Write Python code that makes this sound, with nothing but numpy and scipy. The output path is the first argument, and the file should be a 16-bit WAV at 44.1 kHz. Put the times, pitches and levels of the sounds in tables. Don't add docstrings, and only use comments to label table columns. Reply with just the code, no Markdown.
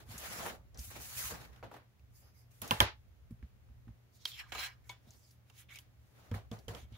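import sys
import numpy as np
from scipy import signal
from scipy.fft import rfft, irfft, next_fast_len
from scipy.io import wavfile
from scipy.ndimage import uniform_filter1d, map_coordinates

SR = 44100
rng = np.random.default_rng(int(sys.argv[2]) if len(sys.argv) > 2 else 0)


def generate_wav(sig):
    pcm = np.round(np.clip(np.atleast_2d(sig).T, -1, 1) * 32767).astype(np.int16)
    wavfile.write(sys.argv[1], SR, pcm)


def invert_db(x):
    u = np.asarray(x, float) / 20
    return 10 ** u


N = 307597

# frequency in Hz, level in dB per Hz.
AIR_SPECTRUM = [(140, -3), (200, -3), (300, -6), (500, -9.5), (1000, -14.5), (2000, -15.5), (4000, -22),
                (8000, -26.5), (15700, -23)]
# frequency in Hz, level in dB.
HUM = [(119, -67)]
# frequency in Hz, likeness from -1 to 1.
PORTS_ALIKE = [(60, 0.9), (130, 0.88), (290, -0.11), (640, 0.5), (1400, -0.075), (3000, -0.17),
               (15000, -0.11)]
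# frequency in Hz, likeness from -1 to 1.
WALLS_ALIKE = [(200, .9), (400, .75), (750, .45), (1300, -.1), (15000, -.1)]
# frequency in Hz, t60 in seconds.
ROOM_T60 = [(200, 0.15), (1000, 0.31), (4000, 0.38), (12000, 0.11)]
# frequency in Hz, gain in dB.
MIC_COLOUR = [(5000, -0.5), (6800, 0.5), (8400, -5), (10500, -2), (13000, -2), (15500, -1)]

# frequency in Hz, t60 in seconds.
BENCH_MODES = [(63, 0.12), (104.7, 0.15), (215, 0.074), (479, 0.075), (160, 0.096)]
# time in seconds, level in dB.
SWAY = [(0, -52), (1.5, -58), (1.78, -83), (2.06, -63), (2.7, -71), (2.87, -56.5), (2.99, -62), (3.82, -62),
        (4.1, -78.5), (4.52, -59), (5.3, -73), (5.819, -64.5), (6.29, -71.5), (6.429, -56.5), (6.97, -59.5)]
# time in seconds, first mode in dB, second and third mode in dB re first.
SOFT_BLOWS = [(0.084, -48, 3.5, -5), (0.138, -51.5, -3, 3.5), (0.785, -35, -20.5, -19),
              (0.872, -53.5, 3.5, -9), (1.242, -41, -6.5, -21), (2.619, -60, 13, 13.5),
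              (2.706, -42.5, 7.5, 11), (2.802, -25.5, -2, -7.5), (3.305, -43.5, -0.5, 0.5),
              (3.424, -37.5, -22, -12.5), (3.694, -44.5, -10.5, -16.5), (3.869, -54.5, 6.5, 4.5),
              (3.886, -47, -7, -5), (5.068, -63.5, -8, 6), (5.149, -62.5, 3, -12), (6.311, -40.5, 10, 4),
              (6.343, -41.5, 0.5, -3), (6.511, -42.5, 4, 4.5), (6.826, -43, -10, -15.5),
              (6.916, -44, -1, -11)]
# time in seconds, first mode in dB, second and third mode in dB re first.
HARD_BLOWS = [(0.471, -61, 3, -2), (1.314, -45, -21, -5.5), (1.623, -49, 0, -7), (6.676, -36, -8, -12.5),
              (6.687, -44, 0, -3.5), (6.74, -50.5, -3, -2)]

# start in seconds, rise in seconds, hold in seconds, hiss in dB,
# pressure in dB.
SLIDES = [(0.0, 0.0019, 0.0022, -63, 1.5), (.05, .05, 0.048, -61, -9.5), (.1, .015, 0.052, -58.5, -4),
          (.12, .12, 0.23, -52, -7), (.26, .06, 0.084, -55.5, -2.5), (.37, 0.03, 0.032, -56.5, 3),
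          (.43, 0.03, 0.047, -53.5, 3.5), (.73, .03, 0.017, -81, 18.5), (.775, 0.016, 0.092, -53, -27),
          (.9, 0.015, 0.064, -57.5, -4), (.94, .03, 0.0064, -59.5, 2), (.97, 0.052, 0.19, -52, -20.5),
          (1.1, 0.09, 0.1, -42.5, -20), (1.29, 0.02, 0.04, -56.5, 1.5), (1.31, 0.037, 0.11, -65, 4.5),
          (1.49, 0.039, 0.07, -80, 9.5), (1.635, 0.0033, 0.0056, -71, 20.5), (1.7, 0.042, .02, -72.5, 4),
          (2.1, 0.07, 0.041, -69.5, -32), (2.22, 0.012, 0.055, -85.5, 9), (2.33, 0.065, 0.017, -74, -29),
          (2.5, 0.015, 0.13, -71, -19.5), (2.615, .005, .08, -60, 4.5), (2.715, .005, .075, -57, -21.5),
          (5.035, .02, 0.043, -96, 23), (5.135, 0.0072, 0.013, -90.5, 14), (5.93, 0.14, 0.13, -81, -13.5),
          (6.1, 0.11, 0.094, -76.5, 6.5), (6.325, 0.024, 0.018, -63, 8), (6.52, 0.0046, 0.034, -69, 11),
          (6.58, .02, 0.051, -81.5, -8.5), (6.685, 0.0038, 0.0036, -57.5, 5.5),
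          (6.73, 0.0054, 0.047, -68.5, 8.5), (6.87, 0.12, 0.048, -75.5, 6)]
# frequency in Hz, gain in dB.
MAT_COLOUR = [(200, 6.5), (350, 3.5), (1600, 5.5), (3200, 0), (5500, 0), (8200, 2), (10500, 2.5),
              (15500, 0.5)]
# start in seconds, rise in seconds, hold in seconds, level in dB,
# low mode in dB.
RUBS = [
    (2.14, 0.018, 0.023, -74, -18),
    (2.2, .02, 0.075, -79.5, -3),
    (2.33, 0.026, 0.062, -78, 2),
]
# start in seconds, rise in seconds, hold in seconds, ring in dB,
# hiss in dB re ring.
SCRAPES = [(4.12, 0.037, 0.0204, -72, 5.5), (4.17, 0.037, 0.045, -63.5, -7.5),
           (4.256, 0.0017, 0.0097, -42.5, -19), (4.27, 0.0048, 0.043, -48.5, -6.5),
           (4.325, 0.011, 0.056, -56, -8.5), (4.35, 0.03, .015, -52, -9),
           (4.375, 0.024, 0.0095, -44.5, -13.5), (4.46, 0.033, .02, -70.5, -0.5),
           (4.52, 0.0033, 0.062, -53.5, -3.5), (4.575, 0.017, 0.071, -48, -2),
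           (4.67, 0.016, 0.045, -73.5, -2), (4.84, 0.063, .004, -69.5, 7), (4.892, 0.0025, 0.017, -64.5, 2),
           (5.0, 0.094, .004, -68.5, -3.5), (5.1, 0.01, 0.2, -71.5, -0.5), (5.45, 0.043, 0.016, -74.5, -1),
           (5.52, 0.079, 0.015, -57, -3.5), (5.685, 0.0068, 0.021, -56, -25),
           (5.695, 0.0098, 0.047, -56.5, -12), (5.72, 0.019, 0.0096, -52.5, -7),
           (5.74, 0.014, 0.006, -53, -5.5), (6.755, 0.011, 0.062, -59, -7.5),
           (6.92, 0.01, 0.06, -63, -21.5)]
# time in seconds, resonance in Hz.
GAP_OPENING = [(4.14, 4480), (4.25, 3620), (4.32, 3400), (4.36, 2770), (4.39, 2220), (4.415, 2040),
               (4.44, 1650), (4.5, 1740), (4.56, 2290), (4.65, 2430), (4.72, 1310), (4.9, 2350)]
# time in seconds, resonance in Hz.
GAP_CLOSING = [(5.05, 3330), (5.2, 5470), (5.5, 2900), (5.67, 2950), (5.695, 2050), (5.735, 2280),
               (5.76, 2700), (5.8, 3000)]

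# frequency in Hz, width in Hz, gain in dB.
FLAT_MODES = [(700, 250, -12.5), (972, 60, -2), (1244, 9, -8.5), (2133, 34, -5), (2700, 23, -9),
              (3400, 40, -4)]
# frequency in Hz, width in Hz, gain in dB.
EDGE_HELD_MODES = [(750, 28, -6.5), (1020, 29, -2.5), (1230, 9.5, -7.5), (1630, 45, -2), (2280, 45, -7),
                   (2900, 40, -3.5), (3250, 180, -7.5), (4070, 90, 2.5), (4390, 98, -6.5), (5100, 114, 1),
                   (5700, 130, -8.5), (6460, 120, -3), (7420, 140, -7)]
# frequency in Hz, width in Hz, gain in dB.
CORNER_HELD_MODES = [(788, 14, -0.5), (994, 17.7, 3), (2232, 25.4, 3), (2550, 32, -6), (3154, 19, -6.5),
                     (3470, 13.8, 4), (3740, 30, -5.5), (4340, 45, -6.5), (4520, 39, -11), (5470, 77, -15),
                     (6480, 69, -9)]
# frequency in Hz, width in Hz, gain in dB.
HELD_RULER_MODES = [(4960, 280, 3), (6500, 340, -4), (11000, 500, -1.5), (14260, 1800, -6)]
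# frequency in Hz, width in Hz, gain in dB.
STEEL_MODES = [(1680, 21, -9.5), (3190, 420, -12), (3807, 60, -5), (5613, 61, -11.5), (10670, 51, -9.5),
               (13100, 70, -4.5), (14460, 70, -3), (14900, 70, -0.5)]
# frequency in Hz, width in Hz, gain in dB.
BOARD_MODES = [(160, 160, 4.5), (220, 15, 2), (286, 26, 2), (376, 55, 7.5), (477, 25, -1.5), (656, 50, 6.5),
               (856, 9.5, 3.5), (1006, 50, 9), (1313, 33, 6.5), (1610, 38, 1.5), (1760, 12, 2),
               (2124, 61, 5), (2720, 13, -3)]

# time in seconds, peak in dB, ring in Hz, knock in dB re peak, tick in dB re peak.
THUDS = [(0.4628, -38, 1630, 3, 0.5), (0.9033, -50, 1730, -5, 7), (1.5614, -72, 1330, -17, -20),
         (1.6272, -56.5, 1230, 15, -29), (1.6544, -65, 1270, 13, -20), (1.7135, -54, 1190, 6.5, -7),
         (1.74, -49.5, 1180, 6, -12), (1.7644, -50.5, 1198, 1, -9.5), (3.4261, -55, 1712, -17.5, -28.5),
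         (3.6874, -65, 1320, -13.5, -20), (3.8796, -63, 1760, 3.5, -13.5), (6.3415, -41, 1610, -4.5, -9)]
# time in seconds, peak in dB, ring in Hz, knock in dB re peak, tick in dB re peak.
TAPS = [(1.5614, -56, 3400, -9, -12), (1.9944, -66.5, 2700, -18.5, -18), (3.3074, -63, 2282, -5, -2),
        (5.4988, -53.5, 2900, -4, -21.5), (5.7576, -41, 2630, -23, -18), (5.7867, -42, 3100, -31, -8.5),
        (6.3135, -48.5, 3180, 3.5, -30), (6.5146, -43.5, 3400, -4, -34), (6.6817, -38, 3080, -9, -34),
        (6.7486, -40, 3220, -4.5, -30), (6.9237, -60.5, 3080, -14.5, -19)]
# time in seconds, peak in dB, ring in Hz, knock in dB re peak,
# tick in dB re peak.
TICKS = [(0.179, -38.5, 7100, -31, -1.5), (0.7444, -54.5, 5300, -26, -20), (0.7736, -46.5, 5950, -35, -22),
         (0.7916, -38, 5700, -28, -26), (2.6768, -45.5, 5690, -29.5, -8),
         (2.6775, -40.5, 10310, -23.5, -19), (5.1058, -48.5, 6200, -24.5, -34),
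         (5.3078, -60.5, 5200, -33.5, 3), (6.5879, -55, 4890, -30, -8)]
# time in seconds, peak in dB, ring in Hz, knock in dB re peak,
# tick in dB re peak.
TOUCH = [
    (4.8932, -41, 3500, -14.5, -19),
]
# time in seconds, peak in dB, ring in Hz, knock in dB re peak,
# tick in dB re peak.
FLICK = [
    (4.8968, -40, 3290, -5, -17.5),
    (5.6952, -58, 2150, -25, -17),
]
# time in seconds, level in dB, left-right difference in dB.
PLUCKS = [
    (4.8934, -10, 0),
    (4.8952, -8.5, 1.5),
    (4.8975, -4.5, 1),
]
# time in seconds, peak in dB, ring in Hz, knock in dB re peak,
# tick in dB re peak.
PICKS = [
    (4.5203, -36.5, 3130, -2, -25.5),
    (4.55, -45, 3060, 7, -10),
    (4.581, -38, 2390, -6.5, -16),
]
# time in seconds, peak in dB, ring in Hz, knock in dB re peak,
# tick in dB re peak.
NAIL = [
    (4.2532, -30, 4500, -69, -13),
    (4.2553, -24, 3700, -18.5, -27.5),
    (4.2568, -39, 3200, -22, -34),
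]
# time in seconds, peak in dB, ring in Hz, knock in dB re peak,
# tick in dB re peak.
RULER_HITS = [
    (2.6174, -37, 3250, -4.5, 9),
    (2.7092, -16, 3058, -3.5, -13.5),
    (2.8032, -7.5, 3200, -5, -20),
]

OFF_MAT_S, FREED_S = 4.38, 0.12
GRIP_S = 4.85
STROKE_RISE_DB, STROKE_SAG_DB = 21.5, 2.5


def unit(x):
    return x / np.sqrt(np.mean(x ** 2) + 1e-20)


def along(points, hz):
    f, v = np.transpose(points)
    return np.interp(np.log(hz + 1), np.log(f + 1), v)


def wobble(rate_hz, size=N):
    knots = rng.standard_normal(int(size * rate_hz / SR) + 4)
    return map_coordinates(knots, [np.arange(size) * rate_hz / SR])


def filtered(x, response):
    m = next_fast_len(x.shape[-1] + 8192)
    return irfft(rfft(x, m) * response(np.fft.rfftfreq(m, 1 / SR)), m)[..., :x.shape[-1]]


def resonance(f, hz, width_hz):
    return 1j * f * width_hz / (hz * hz - f * f + 1j * f * width_hz + 1e-9)


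def modes(f, body):
    return sum((-1) ** k * invert_db(db) * resonance(f, hz, w) for k, (hz, w, db) in enumerate(body))


def ports(pair, alike):
    def mid_side(hz):
        turn = np.arccos(np.clip(along(alike, hz), -1, 1)) / 2
        return np.array([np.cos(turn), np.sin(turn)])
    mid, side = filtered(pair, mid_side)
    return np.array([mid + side, mid - side])


def panned(db):
    return invert_db(np.array([db / 2, -db / 2]))


def air():
    tone = filtered(ports(rng.standard_normal((2, N)), PORTS_ALIKE),
                    lambda f: invert_db(along(AIR_SPECTRUM, f)) * (f > 140))
    rumble = filtered(ports(rng.standard_normal((2, N)), PORTS_ALIKE),
                      lambda f: resonance(f, 73, 60) ** 2 + 0.9 * resonance(f, 32, 32) ** 2)
    t, hum = np.arange(N) / SR, 0
    for hz, db in HUM:
        level = invert_db(db + 2.0 + 3.6 * wobble(17.0))
        hum = hum + level * np.sin(2 * np.pi * hz * t + 0.24 * wobble(8.3))
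    return invert_db(-72.0 + 0.26 * wobble(1.7)) * unit(tone) + invert_db(-67) * unit(rumble) + hum


def bench():
    out, t = np.zeros((2, N + SR)), np.arange(SR // 4) / SR
    blows = []
    for row in SOFT_BLOWS:
        stiffen_db = 2.7 * np.clip(row[1] + row[-1] + 45.5, 0, 8)
        blows.append((*row, row[-1] - 31.5 + stiffen_db, row[-1] - 2.5))
    for row in HARD_BLOWS:
        blows.append((*row, row[-1] + 3, row[-1] - 2.5))
    for s, db, *rel_db in blows:
        start = round((s + .004) * SR)
        for (hz, t60_s), mode_db in zip(BENCH_MODES, [0, *rel_db]):
            drift = 0.73 * wobble(18, size=len(t))
            skew = rng.normal(0, .03 + hz / 2000) * np.array([[1], [-1]])
            tune = rng.normal(1, .012)
            ring = np.sin(2 * np.pi * hz * tune * t + drift - drift[0] + skew)
            ring = ring * (1 - np.exp(-t * hz / .5))
            out[:, start:][:, :len(t)] += invert_db(db + mode_db + 6.0 - 60 * t / t60_s) * ring
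    s, db = np.transpose(SWAY)
    stir = unit(filtered(ports(rng.standard_normal((2, N)), [(60, 0.39)]),
                         lambda f: resonance(f, 66, 36) ** 2))
    sway_db = np.interp(np.arange(N) / SR, s, np.minimum(db, -58)) + 0.6 * wobble(10)
    return (out[:, :N] + invert_db(sway_db) * stir) * panned(-1.2)[:, None]


def friction(rows, colour, fall_db_s, grain_db, alike, pan_db, patchy_db):
    first = round(rows[0][0] * SR) // 4096 * 4096
    size = min(N, round((rows[-1][0] + .5) * SR)) - first
    grit = invert_db(grain_db * wobble(900, size) + 1.3 * grain_db * wobble(60, size))
    noise = ports(unit(grit * rng.standard_normal((2, size))), alike)
    hz, t, z = signal.stft(noise, SR, nperseg=512, noverlap=384)
    patches = uniform_filter1d(rng.standard_normal(z.shape[1:]), size=7, axis=0)
    z = z * invert_db(patchy_db * unit(uniform_filter1d(patches, size=12, axis=1)))
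    power, t = np.zeros(z.shape[1:]), t + first / SR
    for s, rise_s, hold_s, db, tone_db in rows:
        on = (t > s) & (t < s + rise_s + hold_s + .25)
        u = t[on] - s
        ease_db = -STROKE_RISE_DB * np.clip(1 - u / max(rise_s, .001), 0, 1) ** 1.2
        ease_db -= STROKE_SAG_DB * np.clip((u - rise_s) / max(hold_s, .001), 0, 1)
        ease_db -= fall_db_s * np.clip(u - rise_s - hold_s, 0, None)
        onset = np.clip(u / 0.0014, 0, 1)
        power[:, on] += (onset * colour(hz[:, None], t[on], db + ease_db, tone_db, ease_db)) ** 2
    sound = signal.istft(z * np.sqrt(power * SR / 2), SR, nperseg=512, noverlap=384)[1][:, :size]
    return np.pad(sound, ((0, 0), (first, N - first - size))) * panned(pan_db)[:, None]


def slides():
    def colour(hz, t, hiss_db, press_db, ease_db):
        rasp_db = -3 + 0.44 * press_db
        drag_db = press_db - 0.38 * ease_db
        octave = np.log2(hz + 1)
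        drag = np.clip((11.2 - octave) / 2.1, 0, 1)
        hiss = np.clip((octave - 11.8) / 1.2, 0, 1)
        level_db = hiss_db - 39.0 + drag * (drag_db + 7.0) + (1 - drag - hiss) * (rasp_db + 9)
        return invert_db(level_db + along(MAT_COLOUR, hz)) * abs(1.11 + invert_db(-1.5) * modes(hz, FLAT_MODES))
    return friction(SLIDES, colour, 299.5, grain_db=1.0, alike=PORTS_ALIKE, pan_db=-0.15, patchy_db=1.94)


def rubs():
    def colour(hz, t, db, low_db, ease_db):
        low = invert_db(low_db) * resonance(hz, 2170, 110)
        return invert_db(db - 26) * abs(modes(hz, HELD_RULER_MODES) + low)
    return friction(RUBS, colour, 300, grain_db=0.0, alike=PORTS_ALIKE, pan_db=-2.0, patchy_db=2.0)


def scrapes():
    def colour(hz, t, ring_db, hiss_db, ease_db):
        gap_hz = np.interp(t, *np.transpose(GAP_OPENING + GAP_CLOSING))
        skirt = np.where(t < GRIP_S, 0.64, 0.32)
        wedge = abs(resonance(hz, gap_hz, 0.37 * gap_hz) ** 2)
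        wedge = wedge + skirt * abs(resonance(hz, 1.2 * gap_hz, gap_hz) ** 2)
        flex_db = -18.5 + 20.5 * np.clip((t - OFF_MAT_S) / 0.11, 0, 1) - 0.5 * ease_db
        flex_db = flex_db + np.where(t < GRIP_S + .1, 3, -12)
        flex = invert_db(flex_db) * abs(resonance(hz, 1500, 1630) ** 2)
        hiss = invert_db(hiss_db - 2.0) * np.clip(hz / 5500, 0, 1) ** 3
        return invert_db(ring_db - 33) * np.hypot(wedge + flex, hiss)
    edge = friction(SCRAPES, colour, 560, grain_db=1.0, pan_db=-1.7, patchy_db=3.0,
                    alike=[(300, 0.42), (1500, 0.42), (3000, 0.33), (9000, 0.062)])
    t = np.arange(N) / SR
    free = edge * np.clip(0.87 + (t - OFF_MAT_S) / FREED_S, .1, 1)
    first, grip = round(SCRAPES[0][0] * SR), round(GRIP_S * SR)
    ring_db, corner_db = 8, -7
    out = invert_db(-4.5) * edge
    out[:, first:grip] += invert_db(ring_db) * filtered(free[:, first:grip], lambda f: modes(f, EDGE_HELD_MODES))
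    out[:, grip:] += invert_db(ring_db + corner_db) * filtered(free[:, grip:], lambda f: modes(f, CORNER_HELD_MODES))
    return out


def room(size):
    hz, t, z = signal.stft(ports(rng.standard_normal((2, size)), WALLS_ALIKE), SR, nperseg=256)
    closing = invert_db(-7 * np.clip((t - .07) / 0.055, 0, 4) ** 1.5)
    decay = invert_db(-60 * t / along(ROOM_T60, hz)[:, None])
    tail = signal.istft(z * decay * closing, SR, nperseg=256)[1][:, :size]
    return np.pad(tail, ((0, 0), (130, 0)))[:, :size] / np.linalg.norm(tail[0])


def contacts(rows, crack_s, ring_q, broad, knock_s, knock_hz, wet_db, alike, pan_db, lag=0, body=(),
             body_db=0, sheen=.05, snap=0, broad_hz=4500):
    out, t = np.zeros((2, N + SR)), np.arange(SR // 5) / SR

    def solid(f):
        return 1 + invert_db(body_db) * modes(f, body)

    for s, db, hz, knock_db, tick_db in rows:
        def crack(f):
            return resonance(f, hz, hz / ring_q) ** 2 + broad * resonance(f, 4100, broad_hz)

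        def knock(f):
            return resonance(f, knock_hz, 1.3 * knock_hz) ** 2

        def tick(f):
            return resonance(f, 11000, 9000) ** 2

        parts = [(0, crack_s, crack, hz),
                 (knock_db, knock_s, knock, 0.88 * knock_hz),
                 (tick_db, 4.3 * crack_s, tick, 12000)]
        direct, echo, tail = 0, 0, room(len(t))
        for part_db, life_s, colour, centre_hz in parts:
            burst = rng.standard_normal((2, len(t))) * invert_db(-60 * t / life_s) * np.clip(t / 0.00022, 0, 1)
            burst[:, SR // 3000] += snap
            part = filtered(burst, lambda f: colour(f) * solid(f))
            part *= invert_db(part_db) / abs(part).max(axis=1, keepdims=True)

            def walls(f):
                low_cut = resonance(f, 0.16 * centre_hz, 1.0 * centre_hz)
                return low_cut * resonance(f, centre_hz, 4 * centre_hz) + sheen * resonance(f, 11000, 6000)

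            answer = filtered(tail, walls)
            far, near = part
            same = min(alike, 1) ** min(centre_hz / 1500, 1) ** 2
            left = same * np.pad(near, (lag, 0))[:len(t)] + np.sqrt(1 - same ** 2) * far
            side_db = pan_db * min(centre_hz / 2400, 1) ** 2
            direct = direct + np.array([left, near]) * panned(side_db)[:, None]
            echo = echo + answer * np.linalg.norm(part) / np.linalg.norm(answer)
        out[:, round(s * SR):][:, :len(t)] += invert_db(db + 1.5) * (direct + invert_db(wet_db) * echo)
    return out[:, :N]


def thuds():
    return contacts(THUDS, crack_s=0.02, ring_q=1.55, broad=0.052, knock_s=0.079, knock_hz=660,
                    wet_db=-3.5, alike=0.24, pan_db=-4.0)


def taps():
    return contacts(TAPS, crack_s=0.029, ring_q=4.3, broad=0.36, knock_s=0.076, knock_hz=940,
                    wet_db=-12.0, alike=0.23, pan_db=-3.8)


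def ticks():
    return contacts(TICKS, crack_s=0.04, ring_q=2.2, broad=.03, knock_s=0.011, knock_hz=875,
                    wet_db=-7.5, alike=0.9, pan_db=2.2)


def plucks():
    out, kick = np.zeros((2, N + SR)), np.eye(1, SR // 4)
    ring = filtered(kick, lambda f: modes(f, CORNER_HELD_MODES))
    for s, db, pan_db in PLUCKS:
        out[:, round(s * SR):][:, :SR // 4] += invert_db(db) * ring * panned(pan_db)[:, None]
    return out[:, :N]


def flick():
    return contacts(TOUCH + FLICK, crack_s=0.0118, ring_q=1.0, broad=0.3, knock_s=0.014, knock_hz=900,
                    wet_db=-9.5, alike=0.67, pan_db=2.5, body=CORNER_HELD_MODES, body_db=19.5, snap=1.6)


def picks():
    return contacts(PICKS, crack_s=0.02, ring_q=1.16, broad=0.224, knock_s=0.074, knock_hz=1120,
                    wet_db=-4.5, alike=0.36, pan_db=-13.5, body=EDGE_HELD_MODES, body_db=8.0)


def nail():
    return contacts(NAIL, crack_s=0.0077, ring_q=3.1, broad=0.22, knock_s=0.022, knock_hz=1100,
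                    wet_db=-19.5, alike=0.81, pan_db=-4.0, body=[(3200, 110, 12), (4560, 93, -5.0)],
                    body_db=2.5)


def ruler():
    return contacts(RULER_HITS, crack_s=0.0092, ring_q=3.3, broad=0.32, knock_s=0.028, knock_hz=1045,
                    wet_db=-7.5, alike=0.56, pan_db=-5, lag=round(SR / 2500),
                    body=BOARD_MODES + STEEL_MODES, body_db=4.5, sheen=0.2, snap=3, broad_hz=3000)


def scene():
    background = air() + bench()
    rubbing = slides() + rubs() + scrapes()
    small_contacts = thuds() + taps() + ticks()
    sheet_contacts = plucks() + flick() + picks() + nail()
    return background + rubbing + small_contacts + sheet_contacts + ruler()


def low_pass(x):
    return signal.sosfilt(signal.butter(12, 17000, fs=SR, output="sos"), x)


def record(dry):
    def microphone(hz):
        band_limit = np.where(hz < 15750, 1, invert_db(-28.0))
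        low_cut = np.clip(hz / 50, 0, 1) ** 4
        return invert_db(along(MIC_COLOUR, hz)) * band_limit * low_cut
    return low_pass(filtered(dry, microphone))


dry = scene()
out = record(dry)
generate_wav(out)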